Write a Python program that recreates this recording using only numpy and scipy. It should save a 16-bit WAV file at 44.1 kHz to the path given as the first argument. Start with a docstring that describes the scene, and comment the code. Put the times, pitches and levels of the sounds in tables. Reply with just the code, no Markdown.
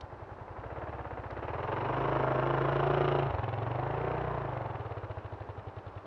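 """Motorcycle in deep snow

A one-cylinder, four-stroke motorcycle idles, comes closer and pulls past on an open throttle,
shuts off with a few misfires, revs once more and idles away, with snow spray hissing along.
In every cycle the engine gulps air, knocks, cracks out of the tailpipe and sets the exhaust booming:
these are pulses, ringing tones and noise bursts timed by one list of firings.
House and trees answer as fading noise echoes, over still winter air."""
import sys
import numpy as np
from scipy import signal
from scipy.fft import rfft, irfft, next_fast_len
from scipy.io import wavfile

SR = 44100
rng = np.random.default_rng(int(sys.argv[2]) if len(sys.argv) > 2 else 0)


def pcm_store(signal):
    """Save signal as 16-bit PCM."""
    levels = np.round(np.clip(np.atleast_2d(signal), -1, 1) * 32767)
    wavfile.write(sys.argv[1], SR, levels.astype(np.int16).T)


N = 267246
T = np.arange(N) / SR  # time of every sample, s


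def amp(db):
    """Turn decibels into a plain gain."""
    return 10 ** (np.asarray(db) / 20)


def unit(x):
    """Scale a signal to rms 1."""
    return x / np.sqrt(np.mean(x ** 2) + 1e-20)


def along(points, hz):
    """Read a (frequency, value) curve on a logarithmic frequency axis."""
    f, v = np.transpose(points)
    return np.interp(np.log(hz + 1), np.log(f), v)


def curves(rows, at):
    """Read each column after the time column at the given times."""
    s, *cols = np.transpose(rows)
    return [np.interp(at, s, c) for c in cols]


def filtered(x, response):
    """Multiply the spectrum of x by a response given as a function of frequency."""
    m = next_fast_len(N + SR // 2)
    return irfft(rfft(x, m) * response(np.fft.rfftfreq(m, 1 / SR)), m)[:N]


def noise(spectrum):
    """Make coloured noise of rms 1."""
    return unit(filtered(rng.standard_normal(N), lambda hz: amp(along(spectrum, hz))))


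def causal(spectrum, size=4096):
    """Make an impulse response with the given colour and energy 1 that never sounds ahead of its cause."""
    log_level = np.log(amp(along(spectrum, np.fft.rfftfreq(size, 1 / SR))) + 1e-6)
    cepstrum = irfft(log_level)
    # folding the cepstrum onto positive times gives minimum phase
    cepstrum[1:size // 2] *= 2
    cepstrum[size // 2 + 1:] = 0
    h = irfft(np.exp(rfft(cepstrum)))
    return h / np.linalg.norm(h)


def scatter(count, scatter_db):
    """Random gains that make repeated events a little louder or softer."""
    return amp(scatter_db * rng.standard_normal(count))


def train(times, sizes):
    """Place single-sample impulses at the given times."""
    inside = (times >= 0) & (times < T[-1])
    return np.bincount((times[inside] * SR).astype(int), sizes[inside], N)


def bursts(times, sizes, decay, scatter_db):
    """Power envelope of bursts that start at the given times and die away."""
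    power = (sizes * scatter(len(times), scatter_db)) ** 2
    keep = np.exp(-1 / (decay * SR))
    dying = signal.lfilter([1 - keep], [1, -keep], train(times, power * SR))
    rise = signal.windows.hann(SR // 700) ** 2  # a burst takes about a millisecond to build
    return np.convolve(dying, rise / rise.sum(), "same")


# engine speed: (time [s], firings per second [Hz])
ENGINE_SPEED = [(0.0, 10.79), (0.465, 10.42), (0.761, 17.8), (0.886, 18.33), (1.117, 15.32), (1.335, 15.3),
                (1.556, 20.5), (2.017, 26.92), (2.301, 26.22), (2.935, 28.21), (3.246, 27.6),
                (3.393, 21.05), (3.5, 20.36), (4.038, 29.73), (4.273, 30.61), (4.862, 17.7), (5.158, 13.63),
                (5.718, 10.21), (6.06, 10.47)]
START_CYCLE = 0.645  # share of a cycle already over at the start


def crank_cycles():
    """Adding up the engine speed gives the cycles turned so far."""
    return START_CYCLE + np.cumsum(curves(ENGINE_SPEED, T)[0]) / SR


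def firings():
    """Times [s] at which the exhaust valve opens, once per cycle, and the cycle length [s] at each."""
    cycles = crank_cycles()
    times = np.interp(np.arange(1, int(cycles[-1]) + 1), cycles, T)
    return times, 1 / curves(ENGINE_SPEED, times)[0]


# the one hard twist of the throttle: (opens [s], shuts [s], opening [0-1])
THROTTLE_TWIST = (1.24, 3.215, 0.73)
ROLL_ON_S, SHUT_S = 0.9, 0.014  # the rider rolls it on slowly and lets it snap shut
# loop through the yard: (time [s], distance [m], tailpipe turned toward the microphone [0-1])
YARD_LOOP = [(0, 10.5, 0.23), (1, 7.5, 0), (1.5, 6.6, 0.01), (2, 5.05, 0.29), (3, 5.5, 0.69),
             (3.5, 8.97, 0.99), (4.1, 7.75, 0.44), (5, 10.24, 0.72), (6.06, 12.3, 0.73)]


def ride(at):
    """Throttle opening, and how far the tailpipe faces the microphone, at the given times."""
    opens, shuts, opening = THROTTLE_TWIST
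    rolled_on = 1 - np.exp(-np.maximum(at - opens, 0) / ROLL_ON_S)
    let_go = np.exp(-np.maximum(at - shuts, 0) / SHUT_S)
    return np.clip([opening * rolled_on * let_go, curves(YARD_LOOP, at)[1]], 0, 1)


CRUISE_HZ = 20  # firing rate at which a loudness law has no speed change


def loudness(law, at):
    """Gain of a layer: its law adds decibels for throttle, heading and engine speed to a base level."""
    base_db, throttle_db, facing_db, speed_db = law
    throttle, facing = ride(at)
    doublings = np.log2(curves(ENGINE_SPEED, at)[0] / CRUISE_HZ)
    return amp(base_db + throttle_db * throttle + facing_db * facing + speed_db * doublings)


def swell(times, period, hz, crest, sharpness, scatter_db):
    """One swelling and dying oscillation per firing, of mean power 1 before the random scatter."""
    t = np.arange(SR // 12) / SR
    u = t / crest[:, None]
    envelope = (u * np.exp(1 - u)) ** sharpness[:, None]
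    wave = envelope * np.cos(2 * np.pi * hz[:, None] * (t - crest[:, None]))
    size = np.sqrt(period * SR) / np.linalg.norm(wave, axis=1) * scatter(len(times), scatter_db)
    return train((times[:, None] + t).ravel(), (wave * size[:, None]).ravel())


# neighbouring firings sound alike for about this long, and mostly below this frequency
PATTERN_S, TURBULENT_HZ = 0.18, 1900


def repeating(spectrum, times, size=16384):
    """Noise of rms 1 whose pattern returns with each firing and drifts slowly; its treble is always new."""
    patterns = rng.standard_normal((len(times), size))
    for k, keep in enumerate(np.exp(-np.diff(times) / PATTERN_S)):
        patterns[k + 1] = keep * patterns[k] + np.sqrt(1 - keep ** 2) * patterns[k + 1]
    nearest = np.rint(np.interp(T, times, np.arange(len(times)))).astype(int)
    alike = patterns[nearest, (np.arange(N) - (times * SR).astype(int)[nearest]) % size]

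    def colour(hz):
        return amp(along(spectrum, hz)) / np.hypot(1, hz / TURBULENT_HZ)

    fresh = filtered(rng.standard_normal(N), lambda hz: colour(hz) * hz / TURBULENT_HZ)
    return unit(filtered(alike, colour) + fresh)


def puff(times, period, place, scatter_db):
    """Envelope of a rush of gas, peak about 1, that swells and fades at the same place in every cycle."""
    share, width = place
    nearest = np.rint(np.interp(T, times + share * period, np.arange(len(times)))).astype(int)
    u = ((T - times[nearest]) / period[nearest] - share) / width
    return scatter(len(times), scatter_db)[nearest] * np.exp(-(u / 2) ** 2)


# colour of the still air: (frequency [Hz], relative level [dB])
AIR_COLOUR = [(20, -31.5), (60, 8), (200, -5), (1000, -4), (3000, -31), (6000, -22), (12000, -37)]


def still_air():
    """Still winter air is a faint, steady noise."""
    return amp(-52.5) * noise(AIR_COLOUR)


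# colour of flying snow: (frequency [Hz], relative level [dB])
SPRAY_COLOUR = [(800, -25), (2500, -5.5), (4500, -2), (5400, 5), (8500, -11.5), (12000, -27)]
# spray against the roar: (base [dB], at full throttle [+dB], tail-on [+dB], per doubling of speed [+dB])
SPRAY_LAW = (-33, 0.5, -2, -0.5)


def snow_spray(roar):
    """Powder thrown by the rear wheel hisses as bright noise that follows the level of the roar."""
    return roar * loudness(SPRAY_LAW, T) * noise(SPRAY_COLOUR)


# drone and intake hum: (base [dB], at full throttle [+dB], tail-on [+dB], per doubling of speed [+dB])
DRONE_LAW = (-64.5, 0.5, 2.5, 32)
INTAKE_LAW = (-49.5, -2, -18, 7.5)


def hum():
    """Suction tones follow the crank: a drone once per turn, and an intake hum an octave up, from the front."""
    crank = 2 * np.pi * 2 * crank_cycles()  # two turns per firing
    drone = loudness(DRONE_LAW, T) * np.cos(crank)
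    intake = loudness(INTAKE_LAW, T) * np.cos(2 * crank)
    return -np.sqrt(2) * (drone + intake)


# metal contacts in a cycle: (share of the cycle after the exhaust opens [1], power decay [s], level [dB])
METAL_CONTACTS = [(-.25, .005, -0.5), (-.12, 0.0086, .5), (.14, .006, -3)]
# colour of the engine cases: (frequency [Hz], relative level [dB])
CASE_COLOUR = [(120, -37), (210, -11.5), (320, -3.5), (430, -3), (600, -3.5), (900, -3.5), (1200, -9),
               (1500, -11.5), (2100, -18), (2700, -20), (4000, -31.5), (5200, -61.5), (11000, -100)]
# against the roar: (base [dB], at full throttle [+dB], tail-on [+dB], per doubling of speed [+dB])
KNOCK_LAW = (-4.5, 1.5, -13, 1)
WHIRR_LAW = (-4.5, -4.5, -0.5, -4)


def clatter(times, period):
    """Combustion and valve gear knock on the cases, loudest from the front, over a whirr of gears and chain."""
    size = np.sqrt(period) * loudness(KNOCK_LAW, times)
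    times = times + .001 * rng.standard_normal(len(times))  # loose parts strike a little early or late
    knocks = sum(bursts(times + share * period, size * amp(db), decay, scatter_db=0.4)
                 for share, decay, db in METAL_CONTACTS)
    return np.sqrt(knocks + loudness(WHIRR_LAW, T) ** 2) * repeating(CASE_COLOUR, times)


# how long the yard's echo takes to fall by 60 dB: (frequency [Hz], time [s])
YARD_FADE = [(100, 1), (700, 0.8), (3000, 0.89), (9000, 0.29)]


def yard(x, count=14):
    """House and trees scatter sound as fading noise; the pattern changes as the motorcycle moves."""
    out = np.zeros(N)
    for k in range(count):
        hz, t, z = signal.stft(rng.standard_normal(SR // 2), SR, nperseg=256)
        fading = z * amp(-60 * t / along(YARD_FADE, hz)[:, None])
        tail = signal.istft(fading, SR, nperseg=256)[1]
        # each pattern takes its turn and blends into the next
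        here = np.clip(1 - abs(T / T[-1] * (count - 1) - k), 0, 1)
        out += signal.fftconvolve(x * np.sqrt(here), tail / np.linalg.norm(tail))[:N]
    return out


# small clicks: (time [s], relative level [dB])
CLICKS = [(.0095, -31.5), (1.3078, -40.5)]


def ticks():
    """Each short bright click is noise that starts at once and dies away in a few milliseconds."""
    start, db = np.transpose(CLICKS)
    t = np.maximum(T[:, None] - start, 0)
    shape = (amp(db - 6) * (t > 0) * np.exp(-t / .003)).sum(axis=1)
    return shape * noise([(2000, -23), (3900, 0.0), (5500, -3.5), (11000, -33.0)])


# exhaust tones: (base [dB], at full throttle [+dB], tail-on [+dB], per doubling of speed [+dB])
THROB_LAW = (-61, 1, -4, 0.5)
BOOM_LAW = (-44, -2.5, 10.5, 4.5)
OVERTONE_LAW = (-63.5, 9.5, 13, 19)
OVERTONE_ORDER = 13.5  # overtone pitch as a multiple of the firing rate
PUSH_SHARE = 0.3442  # share of a cycle from the exhaust opening to the piston's push


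def boom(times, period):
    """Slugs of gas set the silencer and pipe ringing; hot gas under load raises the boom's pitch."""
    burns = np.abs(times[:, None] - np.array(MISFIRES)[:, 0]).min(axis=1) > period / 2  # misfires do not boom
    times, period = times[burns], period[burns]
    throttle, facing = ride(times)
    even = np.ones(len(times))
    pipe_hz = np.maximum(73 + 12 * throttle + 1.917 / period, 99)
    # the thump is compact at idle and rings through the whole cycle under load
    sharpness = np.clip(4.2 - 3.3 * facing - 4.2 * throttle, .8, 8)
    pipe = swell(times - .002, period, pipe_hz, 0.011 * even, sharpness, scatter_db=0.18)
    overtone_hz = np.maximum(OVERTONE_ORDER / period, 335)  # climbs with the revs

    def ring(at):
        return swell(at - .0047, period, overtone_hz, 0.004783 * even, 2.27 * even, scatter_db=1.5)

    # it sounds as the valve opens and again, inverted, as the piston pushes
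    overtone = ring(times) - (0.5 + 1.1 * ride(T)[0]) * ring(times + PUSH_SHARE * period)
    throb = swell(times - .012, period, 60 * even, 0.025 * even, 1.15 * even, scatter_db=1.0)
    return (loudness(BOOM_LAW, T) * pipe + loudness(THROB_LAW, T) * throb
            + loudness(OVERTONE_LAW, T) * overtone)


# ringing of the valve gear: (frequency [Hz], level [dB], time to fall by 60 dB [s])
VALVE_RINGS = [(2780, -1, .025), (3030, 0.5, 0.039), (3450, 0.5, 0.031), (3770, -1, .04),
               (4150, -4.5, 0.036), (5300, -9.5, .02)]
# where the valves tap: (first tap [share of a cycle], second tap [share of a cycle])
TAP_PLACES = (-0.015, 0.16)
# taps against the roar: (base [dB], at full throttle [+dB], tail-on [+dB], per doubling of speed [+dB])
TAP_LAW = (-39.5, -9.5, 21.5, -10.5)


def tappets(times, period, scatter_db=2.5):
    """Valves tap on their seats and ring a little differently each time; the taps stand out at idle."""
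    taps = np.concatenate([times + share * period for share in TAP_PLACES])
    taps = taps + 0.0017 * rng.standard_normal(len(taps))
    t = np.arange(SR // 16) / SR
    out = np.zeros(N)
    for hz, db, t60 in VALVE_RINGS:
        strikes = train(taps, loudness(TAP_LAW, taps) * scatter(len(taps), scatter_db))
        ringing = amp(db - 60 * t / t60) * np.sin(2 * np.pi * hz * t)
        out += signal.fftconvolve(strikes, ringing)[:N]
    return out


# pressure waves leaving the tailpipe after the exhaust valve opens:
# (delay [s], signed strength with the throttle shut [1], signed strength at full throttle [1])
PRESSURE_WAVES = [(-.0006, 1.08, 1.17), (.0028, -.3, -0.043), (.0079, .2, .2), (.0113, -0.62, -0.8)]
# colour of the exhaust front: (frequency [Hz], relative level [dB])
BARK_COLOUR = [(100, -14), (210, -11.5), (290, -6.5), (380, 6.5), (500, 0.5), (640, 9), (800, -7.5),
               (1020, -5.5), (1400, -6), (2200, -22), (2900, -29), (3500, -42), (5200, -66.5), (11000, -80)]
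# bark against the roar: (base [dB], at full throttle [+dB], tail-on [+dB], per doubling of speed [+dB])
BARK_LAW = (-8, 8.7, -2, -0.5)
SMEAR_HZ = 1260  # the silencer's chambers spread each front into a short ripple around this frequency


def bark(times, period, jitter=.00003, scatter_db=.7):
    """The escaping gas is a pressure front, then its reflections in the pipe, reshaped by the load."""
    throttle, facing = ride(times)
    size = np.sqrt(period * SR * facing) * loudness(BARK_LAW, times)
    fronts = np.zeros(N)
    for delay, shut, full in PRESSURE_WAVES:
        arrival = times + delay + jitter * rng.standard_normal(len(times))
        strength = shut + (full - shut) * throttle
        fronts += train(arrival, strength * size * scatter(len(times), scatter_db))

    def smear(hz):  # shifts the phase and leaves the level alone
        return np.exp(-2j * np.arctan2(hz * SMEAR_HZ, SMEAR_HZ ** 2 - hz ** 2))

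    return signal.fftconvolve(filtered(fronts, smear), causal(BARK_COLOUR))[:N]


# gas rushing out: (delay [s], power decay [s], relative level [dB])
GAS_JETS = [(0, 0.006, 0), (.0075, 0.013, -5.5)]
# colours of the gas jet and of the outlet rasp: (frequency [Hz], relative level [dB])
GAS_COLOUR = [(120, -46), (230, -30), (380, -3), (520, 0.5), (750, 1.5), (1050, -3), (1500, -13.5),
              (2100, -17.5), (2900, -28), (4000, -36), (5200, -63.5), (11000, -100)]
RASP_COLOUR = [(1200, -6.5), (2200, -8), (2900, 7), (3400, -5), (4100, -9), (4600, -29), (5400, -15),
               (7000, -25), (11000, -66)]


def gas(times, period):
    """Turbulent puffs follow the fronts; under load the jet's edge rasps at the outlet."""
    throttle, facing = ride(times)
    size = np.sqrt(period * facing)
    late = 0.00074 * (1 - throttle) * rng.standard_normal(len(times))  # weak firings burn unevenly
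    puffs = sum(bursts(times + delay + late, size * amp(db - 3.6 * throttle), decay, scatter_db=0.5)
                for delay, decay, db in GAS_JETS)
    edge = sum(bursts(times + delay, size * throttle * facing, 0.0032, scatter_db=1.5)
               for delay in (-.001, .0065))
    jet = amp(-3.5) * np.sqrt(puffs) * repeating(GAS_COLOUR, times)
    rasp = amp(-9.0) * np.sqrt(edge) * repeating(RASP_COLOUR, times)
    return jet + rasp


# colours of the piston's chuff and the outlet's whistle: (frequency [Hz], relative level [dB])
CHUFF_COLOUR = [(400, -24.5), (1000, -4), (1500, 2), (2200, -3.5), (2900, -5), (3400, -16.5), (4100, -14.5),
                (4600, -22), (5400, -18), (7000, -30.5), (11000, -56)]
WHISTLE_COLOUR = [(3000, -19.5), (4600, -19.5), (5250, 0.5), (5700, 0.5), (6500, -13.5), (8500, -14),
                  (12000, -33.5)]
# chuff against the roar: (base [dB], at full throttle [+dB], tail-on [+dB], per doubling of speed [+dB])
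CHUFF_LAW = (-15.5, -3, 11, -0.5)
# place of each rush of gas, counted from the exhaust opening: (share of the cycle, width as a share)
CHUFF_AT, WHISTLE_AT = (.22, 0.04), (.1, .12)
WHISTLE_DB = -27  # at full throttle, relative to the roar


def chuff(times, period):
    """The rising piston drives the rest of the gas out in one bright puff; under load the outlet whistles."""
    rush = loudness(CHUFF_LAW, T) * puff(times, period, CHUFF_AT, scatter_db=1.5)
    whistle = amp(WHISTLE_DB) * np.sqrt(ride(T)[0]) * puff(times, period, WHISTLE_AT, scatter_db=0.5)
    return rush * repeating(CHUFF_COLOUR, times) + whistle * noise(WHISTLE_COLOUR)


# colour of the intake's gulp: (frequency [Hz], relative level [dB])
GULP_COLOUR = [(200, -19.5), (350, -0.5), (600, 10), (900, 6), (1400, -6), (2000, -0.5), (2700, -17.5),
               (3500, -34), (6000, -38), (11000, -61)]
# level of the gulp, which the rider hides as the motorcycle turns away: (time [s], level [dB])
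GULP_FADER = [(.42, -59), (.48, -44.5), (1.0, -43), (1.5, -37.5), (1.85, -36.5), (2.25, -39.5), (2.9, -59),
              (4.5, -71.5)]
# places in the cycle of the gulp and of the hiss: (share of the cycle [1], width as a share [1])
GULP_PLACE = (-.21, .035)
SUCK_PLACE = (-0.13, 0.096)
SUCK_DB = -5  # hiss at full throttle, relative to the gulp


def gulp(times, period):
    """Off idle, each cycle snatches air with a short bright gulp; an open throttle draws it into a hiss."""
    snatch = puff(times, period, GULP_PLACE, scatter_db=.5) * repeating(GULP_COLOUR, times)
    hiss = amp(SUCK_DB) * np.sqrt(ride(T)[0]) * puff(times, period, SUCK_PLACE, scatter_db=2.4)
    return amp(curves(GULP_FADER, T)[0]) * (snatch + hiss * repeating(CHUFF_COLOUR, times))


# ringing tones of the silencer's steel shell: (frequency [Hz], level [dB])
SHELL_RINGS = [(945, -3), (1055, -4), (1400, -8.5)]
SHELL_DB, SHELL_DELAY_S, SHELL_CREST_S = -5.5, 0.00439, 0.0031  # level at full throttle, relative to the roar
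BROADSIDE, BEAM_WIDTH = 0.35, 0.22  # heading at which the shell faces the microphone, and the spread around it


def shell(times, period):
    """Under load each firing rings the silencer's shell near 1 and 1.4 kHz, and it radiates sideways."""
    throttle, facing = ride(T)
    even = np.ones(len(times))
    ring = sum(amp(db) * swell(times + SHELL_DELAY_S, period, hz * even, SHELL_CREST_S * even, even,
                               scatter_db=1.0) for hz, db in SHELL_RINGS)
    sideways = np.exp(-((facing - BROADSIDE) / BEAM_WIDTH) ** 2 / 2)
    return amp(SHELL_DB) * throttle * sideways * ring


# misfires as the throttle snaps shut: (time [s], peak level [dB], pitch [Hz])
MISFIRES = [(3.306, -29, 81), (3.349, -25.5, 90.3), (3.397, -25.5, 96.5)]
COUGH_S = 0.0092  # half the length of a misfire


def pops():
    """A misfire gives a short, deeper cough in the silencer in place of the boom."""
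    s, db, hz = np.transpose(MISFIRES)
    t = T[:, None] - s
    return -(amp(db) * np.exp(-(t / COUGH_S) ** 2) * np.cos(2 * np.pi * hz * t)).sum(axis=1)


# roar, and its treble against it: (base [dB], at full throttle [+dB], tail-on [+dB], per doubling [+dB])
ROAR_LAW = (-40, 3.5, 3, 8.5)
TREBLE_LAW = (-9.5, -0.5, 4.5, 0.5)
NEAR_M = 7  # distance at which nearness is 1


def scene():
    """Most of the engine and the snow spray fade with distance; the yard echoes the engine over still air."""
    times, period = firings()
    nearness = NEAR_M / curves(YARD_LOOP, T)[0]
    roar = nearness * loudness(ROAR_LAW, T)
    engine = roar * (bark(times, period) + gas(times, period) + clatter(times, period) + shell(times, period))
    # the treble beams from the outlet and changes as the motorcycle turns
    treble = filtered(engine, lambda hz: 1 / (1 + (1900 / (hz + 1)) ** 6))
    engine = engine + (loudness(TREBLE_LAW, T) - 1) * treble
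    engine = engine + roar * (chuff(times, period) + tappets(times, period))
    engine = engine + gulp(times, period)
    low = nearness * (boom(times, period) + hum()) + pops()
    echo = yard(amp(-13.5) * engine + amp(-24) * low)
    return (engine + low + echo + snow_spray(roar) + ticks() + still_air())[None]


# treble colour of the microphone: (frequency [Hz], level [dB])
MICROPHONE_COLOUR = [(3000, -0.5), (3600, -2.5), (4150, -3.5), (4550, -7.5), (4900, -9.5), (5300, -12),
                     (6200, -17)]
TOP_HZ = 12400  # band limit


def record(dry):
    """The microphone colours the treble, sheds the deepest bass and keeps nothing above its band limit."""
    def response(hz):
        bass_cut = hz ** 4 / (hz ** 4 + 33 ** 4)
        return amp(along(MICROPHONE_COLOUR, hz)) * bass_cut * (hz < TOP_HZ)

    return filtered(dry[0], response)[None]


dry = scene()
out = record(dry)
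pcm_store(out)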